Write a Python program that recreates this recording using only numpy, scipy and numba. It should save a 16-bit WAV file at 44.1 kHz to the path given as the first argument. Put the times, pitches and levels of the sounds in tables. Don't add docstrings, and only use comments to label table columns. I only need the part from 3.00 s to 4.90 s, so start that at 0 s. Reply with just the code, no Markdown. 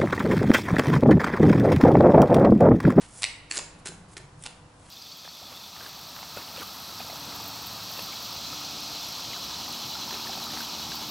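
import sys
import numpy as np
from scipy import signal
from scipy.fft import rfft, irfft
from scipy.io import wavfile
from scipy.ndimage import uniform_filter1d
from numba import njit

SR = 44100
rng = np.random.default_rng(int(sys.argv[2]) if len(sys.argv) > 2 else 0)


def volts_from_db(level):
    exponent = np.asarray(level, float) / 20
    return 10 ** exponent


def bounce(signal):
    frames = np.transpose(np.atleast_2d(signal))
    limited = np.clip(frames, -1, 1)
    pcm = np.round(limited * 32767).astype(np.int16)
    wavfile.write(sys.argv[1], SR, pcm)


N = 83790


def unit(x):
    return x / np.sqrt(np.mean(x ** 2))


@njit
def moving_band(x, centre_hz, width_hz):
    y, band_state, low_state = np.empty(len(x)), 0., 0.
    for i in range(len(x)):
        g = np.tan(np.pi * centre_hz[i] / SR)
        damping = width_hz / centre_hz[i]
        v = (band_state + g * (x[i] - low_state)) / (1 + g * (g + damping))
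        band_state = 2 * v - band_state
        low_state += 2 * g * v
        y[i] = damping * v
    return y


def band(x, centre_hz, width_hz):
    return moving_band(x + 1e-18, np.full(len(x), float(centre_hz)), float(width_hz))


def walk(rate_hz):
    hold = int(SR / rate_hz)
    steps = np.repeat(rng.standard_normal(N // hold + 1), hold)
    return 0.98 * uniform_filter1d(uniform_filter1d(steps, hold), hold)[:N]


def room_air():
    # freq_hz, level_db_per_hz
    air_mid = [(20, -7), (35, -6.5), (120, -4), (400, -15.5), (1000, -12.5), (2200, -27.5), (5000, -29.5),
               (11500, -34.5)]
    # freq_hz, level_db
    air_side = [(60, -31), (110, -26), (190, -15.5), (350, -6), (630, -6.5), (1130, -7), (2020, 0),
                (3630, -3), (6530, -4), (11700, -3)]
    log_hz = np.log(np.fft.rfftfreq(N, 1 / SR) + 1)

    def gain(table):
        hz, db = np.array(table).T
        return volts_from_db(np.interp(log_hz, np.log(hz), db))

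    mid, side = rfft(rng.standard_normal((2, N))) * gain(air_mid)
    mid, side = irfft(mid, N), irfft(side * gain(air_side), N)
    return np.array([mid + side, mid - side]) / mid.std() * volts_from_db(-53.5)


def mains_hum(t):
    # freq_hz, level_db
    hum_lines = [(101.1, -61), (300, -66.5), (497, -68), (48.6, -62)]
    out = 0
    for hz, db in hum_lines:
        out = out + volts_from_db(db + 2.2 * walk(6.17)) * np.sqrt(2) * np.sin(2 * np.pi * hz * t)
    return out


def far_drone(t):
    # time_s, pitch_hz, level_db
    drone_path = [(0, 138, -69), (.6, 144, -61.5), (.78, 167, -54), (0.999, 160.6, -51), (1.14, 160, -59),
                  (1.22, 137, -56), (1.36, 148, -53.5), (1.55, 152, -60.5), (1.9, 157, -62)]
    time_s, pitch_hz, level_db = np.array(drone_path).T
    hz = np.interp(t, time_s, pitch_hz)
    width_hz = 29.
    narrow = moving_band(rng.standard_normal(N), hz, width_hz)
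    return unit(moving_band(narrow, hz, 2 * width_hz)) * volts_from_db(np.interp(t, time_s, level_db))


def room(x):
    t60_s, top_t60_s, split_hz, tail_start_s, tail_db, side_db = 0.74, 0.44, 3100, .012, -8, -6
    echo_s, echo_smear_s, echo_db = 0.00865, .0025, -13
    t = np.arange(SR) / SR
    tails = []
    for _ in range(2):
        noise = rng.standard_normal(SR)
        low = signal.lfilter(*signal.butter(2, split_hz, fs=SR), noise)
        tail = low * volts_from_db(-60 * t / t60_s) + (noise - low) * volts_from_db(-60 * t / top_t60_s)
        tail = tail * np.clip(t / tail_start_s - .5, 0, 1) ** 2
        tails.append(tail / np.sqrt(np.sum(tail ** 2)) * volts_from_db(tail_db))
    echo = rng.standard_normal(SR) * np.exp(-((t - echo_s) / echo_smear_s * 2) ** 2)
    echo = echo / np.sqrt(np.sum(echo ** 2)) * volts_from_db(echo_db)
    mid = signal.fftconvolve(x, tails[0] + echo)[:N]
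    side = volts_from_db(side_db) * signal.fftconvolve(x, tails[1])[:N]
    return np.array([mid + side, mid - side])


def table_thuds(t):
    # start_s, level_db, pitch_hz
    thud_events = [(.2415, -31, 890), (.514, -39, 300), (.572, -34, 358), (.585, -29, 610),
                   (.594, -27.5, 990), (.859, -35, 375), (.892, -36.5, 373), (1.168, -38, 376),
                   (1.20, -44, 600), (.92, -40, 780), (1.4665, -39, 630), (1.471, -34.5, 1030)]
    decay_cycles = 10.5
    out = 0
    for start_s, db, hz in thud_events:
        cycles = np.maximum(t - start_s, 0) * hz
        out = out + volts_from_db(db - 60 * cycles / decay_cycles) * np.sin(2 * np.pi * cycles)
    return out


def paper_grain():
    grain_db, flicker_db = 3.5, .8
    return unit(rng.standard_normal(N) * volts_from_db(grain_db * walk(900) + flicker_db * walk(80.3)))


def card_slides(t):
    # start_s, strongest_s, stop_s, level_db, dull_db
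    slide_events = [(0, 0.015, 0.065, -52.5, 3.5), (0.059, 0.194, 0.21, -44.5, -9.5),
                    (0.21, 0.221, 0.24, -37.5, 0), (0.5, 0.572, 0.58, -35, 1), (0.784, 0.841, 0.8, -47, -7),
                    (.852, .859, 0.89, -39, 0), (1.081, 1.169, 1.139, -47.5, -8),
                    (1.169, 1.166, 1.1814, -42, 1), (1.376, 1.43, 1.423, -51, -9),
                    (1.447, 1.464, 1.466, -43, 9), (1.744, 1.894, 1.98, -58, 0)]
    bright_hz, bright_width_hz, swell_db = 8500, 6500, 18.5
    bright = band(paper_grain(), bright_hz, bright_width_hz)
    bright = unit(band(bright, bright_hz, 2 * bright_width_hz))
    dull = unit(band(paper_grain(), 1850, 4100))
    out = 0
    for start_s, peak_s, stop_s, db, dull_db in slide_events:
        times_s = [start_s - .01, start_s, peak_s, stop_s, stop_s + 0.0025]
        shape_db = np.interp(t, times_s, [-60, -swell_db, 0, -swell_db / 3, -60])
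        out = out + volts_from_db(db + shape_db) * (bright + volts_from_db(dull_db) * dull)
    return out


def packet(snaps, gap):
    length = 2048
    out = np.zeros(N + length)
    t_ms = np.arange(length) / SR * 1000
    for time_s, peak_db, rattle_ms, ring_hz in snaps:
        burst = rng.standard_normal(length) * np.exp(-t_ms / rattle_ms) * volts_from_db(-13.5)
        burst[0] = 1
        body = volts_from_db(-7) * band(burst, 4760, 9700)
        for k, (hz, width_hz, db) in enumerate(gap):
            body = body + (-1) ** k * volts_from_db(db) * band(burst, hz, max(width_hz, 655))
        snap = body + volts_from_db(5.5) * band(body, ring_hz, 590)
        start = int(time_s * SR)
        out[start:start + length] += volts_from_db(peak_db) * snap / np.abs(snap).max()
    return out[:N]


def packet_snaps():
    # time_s, peak_db, rattle_ms, ring_hz
    snaps_1 = [
        (0.017, -39.5, 8.6, 1750),
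        (0.2217, -25, 5.4, 3730),
        (.2322, -9.5, 0.66, 4300),
        (.2398, -15.5, 0.47, 3800),
        (.2408, -5.5, 1.85, 3940),
        (0.2496, -20, 1.7, 2470),
    ]
    snaps_2 = [(.5100, -24.5, 2.3, 6900), (0.5123, -15.5, 0.51, 7360), (.5126, -17.5, 1.4, 4540),
               (0.5217, -22, 1.5, 6300)]
    snaps_3 = [(0.5565, -27, 2.7, 7900), (0.5707, -21, 1.9, 4960), (.5762, -21.5, 0.48, 6400),
               (0.5784, -11.5, 1.1, 7400), (0.5878, -27, 1.9, 7500), (0.588, -19.5, 1.8, 9400),
               (0.5917, -21, 2.2, 2940)]
    snaps_4 = [(0.8573, -26, 0.85, 6850), (0.8593, -33.5, 1.4, 1700), (0.8645, -33, 2.6, 7600),
               (.8710, -26.5, 1, 4060), (0.8718, -24, 0.78, 7660), (.8780, -41, 0.8, 8100),
               (.8870, -30, 3, 8500)]
    snaps_5 = [(1.1676, -27, 1.7, 1900), (1.168, -31.5, 1.5, 3870), (1.179, -31, 2, 2160)]
    snaps_6 = [(1.424, -36.5, 4.2, 9600), (1.4374, -27.5, 3.6, 8500), (1.447, -39, 1.3, 2700),
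               (1.4660, -30.5, 1.1, 8500), (1.4710, -31, 1.8, 1180), (1.7965, -46, 4.4, 8000)]
    # freq_hz, width_hz, level_db
    gap_1 = [(1190, 120, -7.5), (1480, 41, -11.5), (2480, 40, 1), (3860, 150, 3.5), (5360, 240, -1.5),
             (6570, 180, -17), (7740, 390, -6.5), (9360, 66, -4.5)]
    gap_2 = [(1680, 180, -1.5), (2640, 490, 3.5), (2880, 90, -13), (4540, 210, 3.5), (7860, 230, -2.5),
             (10000, 160, -15)]
    gap_3 = [(1800, 88, -6.5), (2690, 110, -0.5), (4160, 210, -5.5), (5250, 260, 1), (6800, 510, -6.5),
             (8880, 130, -1.5)]
    gap_4 = [(1550, 28, -3.5), (4070, 180, 2.5), (6650, 56, -5), (7620, 180, -1.5), (9000, 91, -6),
             (9560, 38, -15)]
    gap_5 = [(1780, 480, 1), (3870, 410, 3.5), (5450, 270, -8), (7360, 230, -13), (8170, 230, -4),
             (8800, 220, -22)]
    gap_6 = [(3370, 85, -5), (6700, 44, -1), (7430, 45, -3), (8470, 58, -2), (9220, 67, 1), (9800, 70, -5)]
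    early = packet(snaps_1, gap_1) + packet(snaps_2, gap_2) + packet(snaps_3, gap_3)
    late = packet(snaps_4, gap_4) + packet(snaps_5, gap_5) + packet(snaps_6, gap_6)
    return early + late


def scene():
    t = np.arange(N) / SR
    background = room_air() + mains_hum(t) + far_drone(t)
    cards = table_thuds(t) + card_slides(t) + packet_snaps()
    pan = volts_from_db([[-0.45], [0.45]])
    return (cards + room(cards)) * pan + background


def band_limit(x):
    return signal.sosfilt(signal.butter(12, 12340, fs=SR, output="sos"), x)


def record(dry):
    top_cut = signal.cheby1(12, .5, 10780, fs=SR, output="sos")
    mix = signal.sosfilt(top_cut, dry)
    return band_limit(mix)


dry = scene()
out = record(dry)
bounce(out)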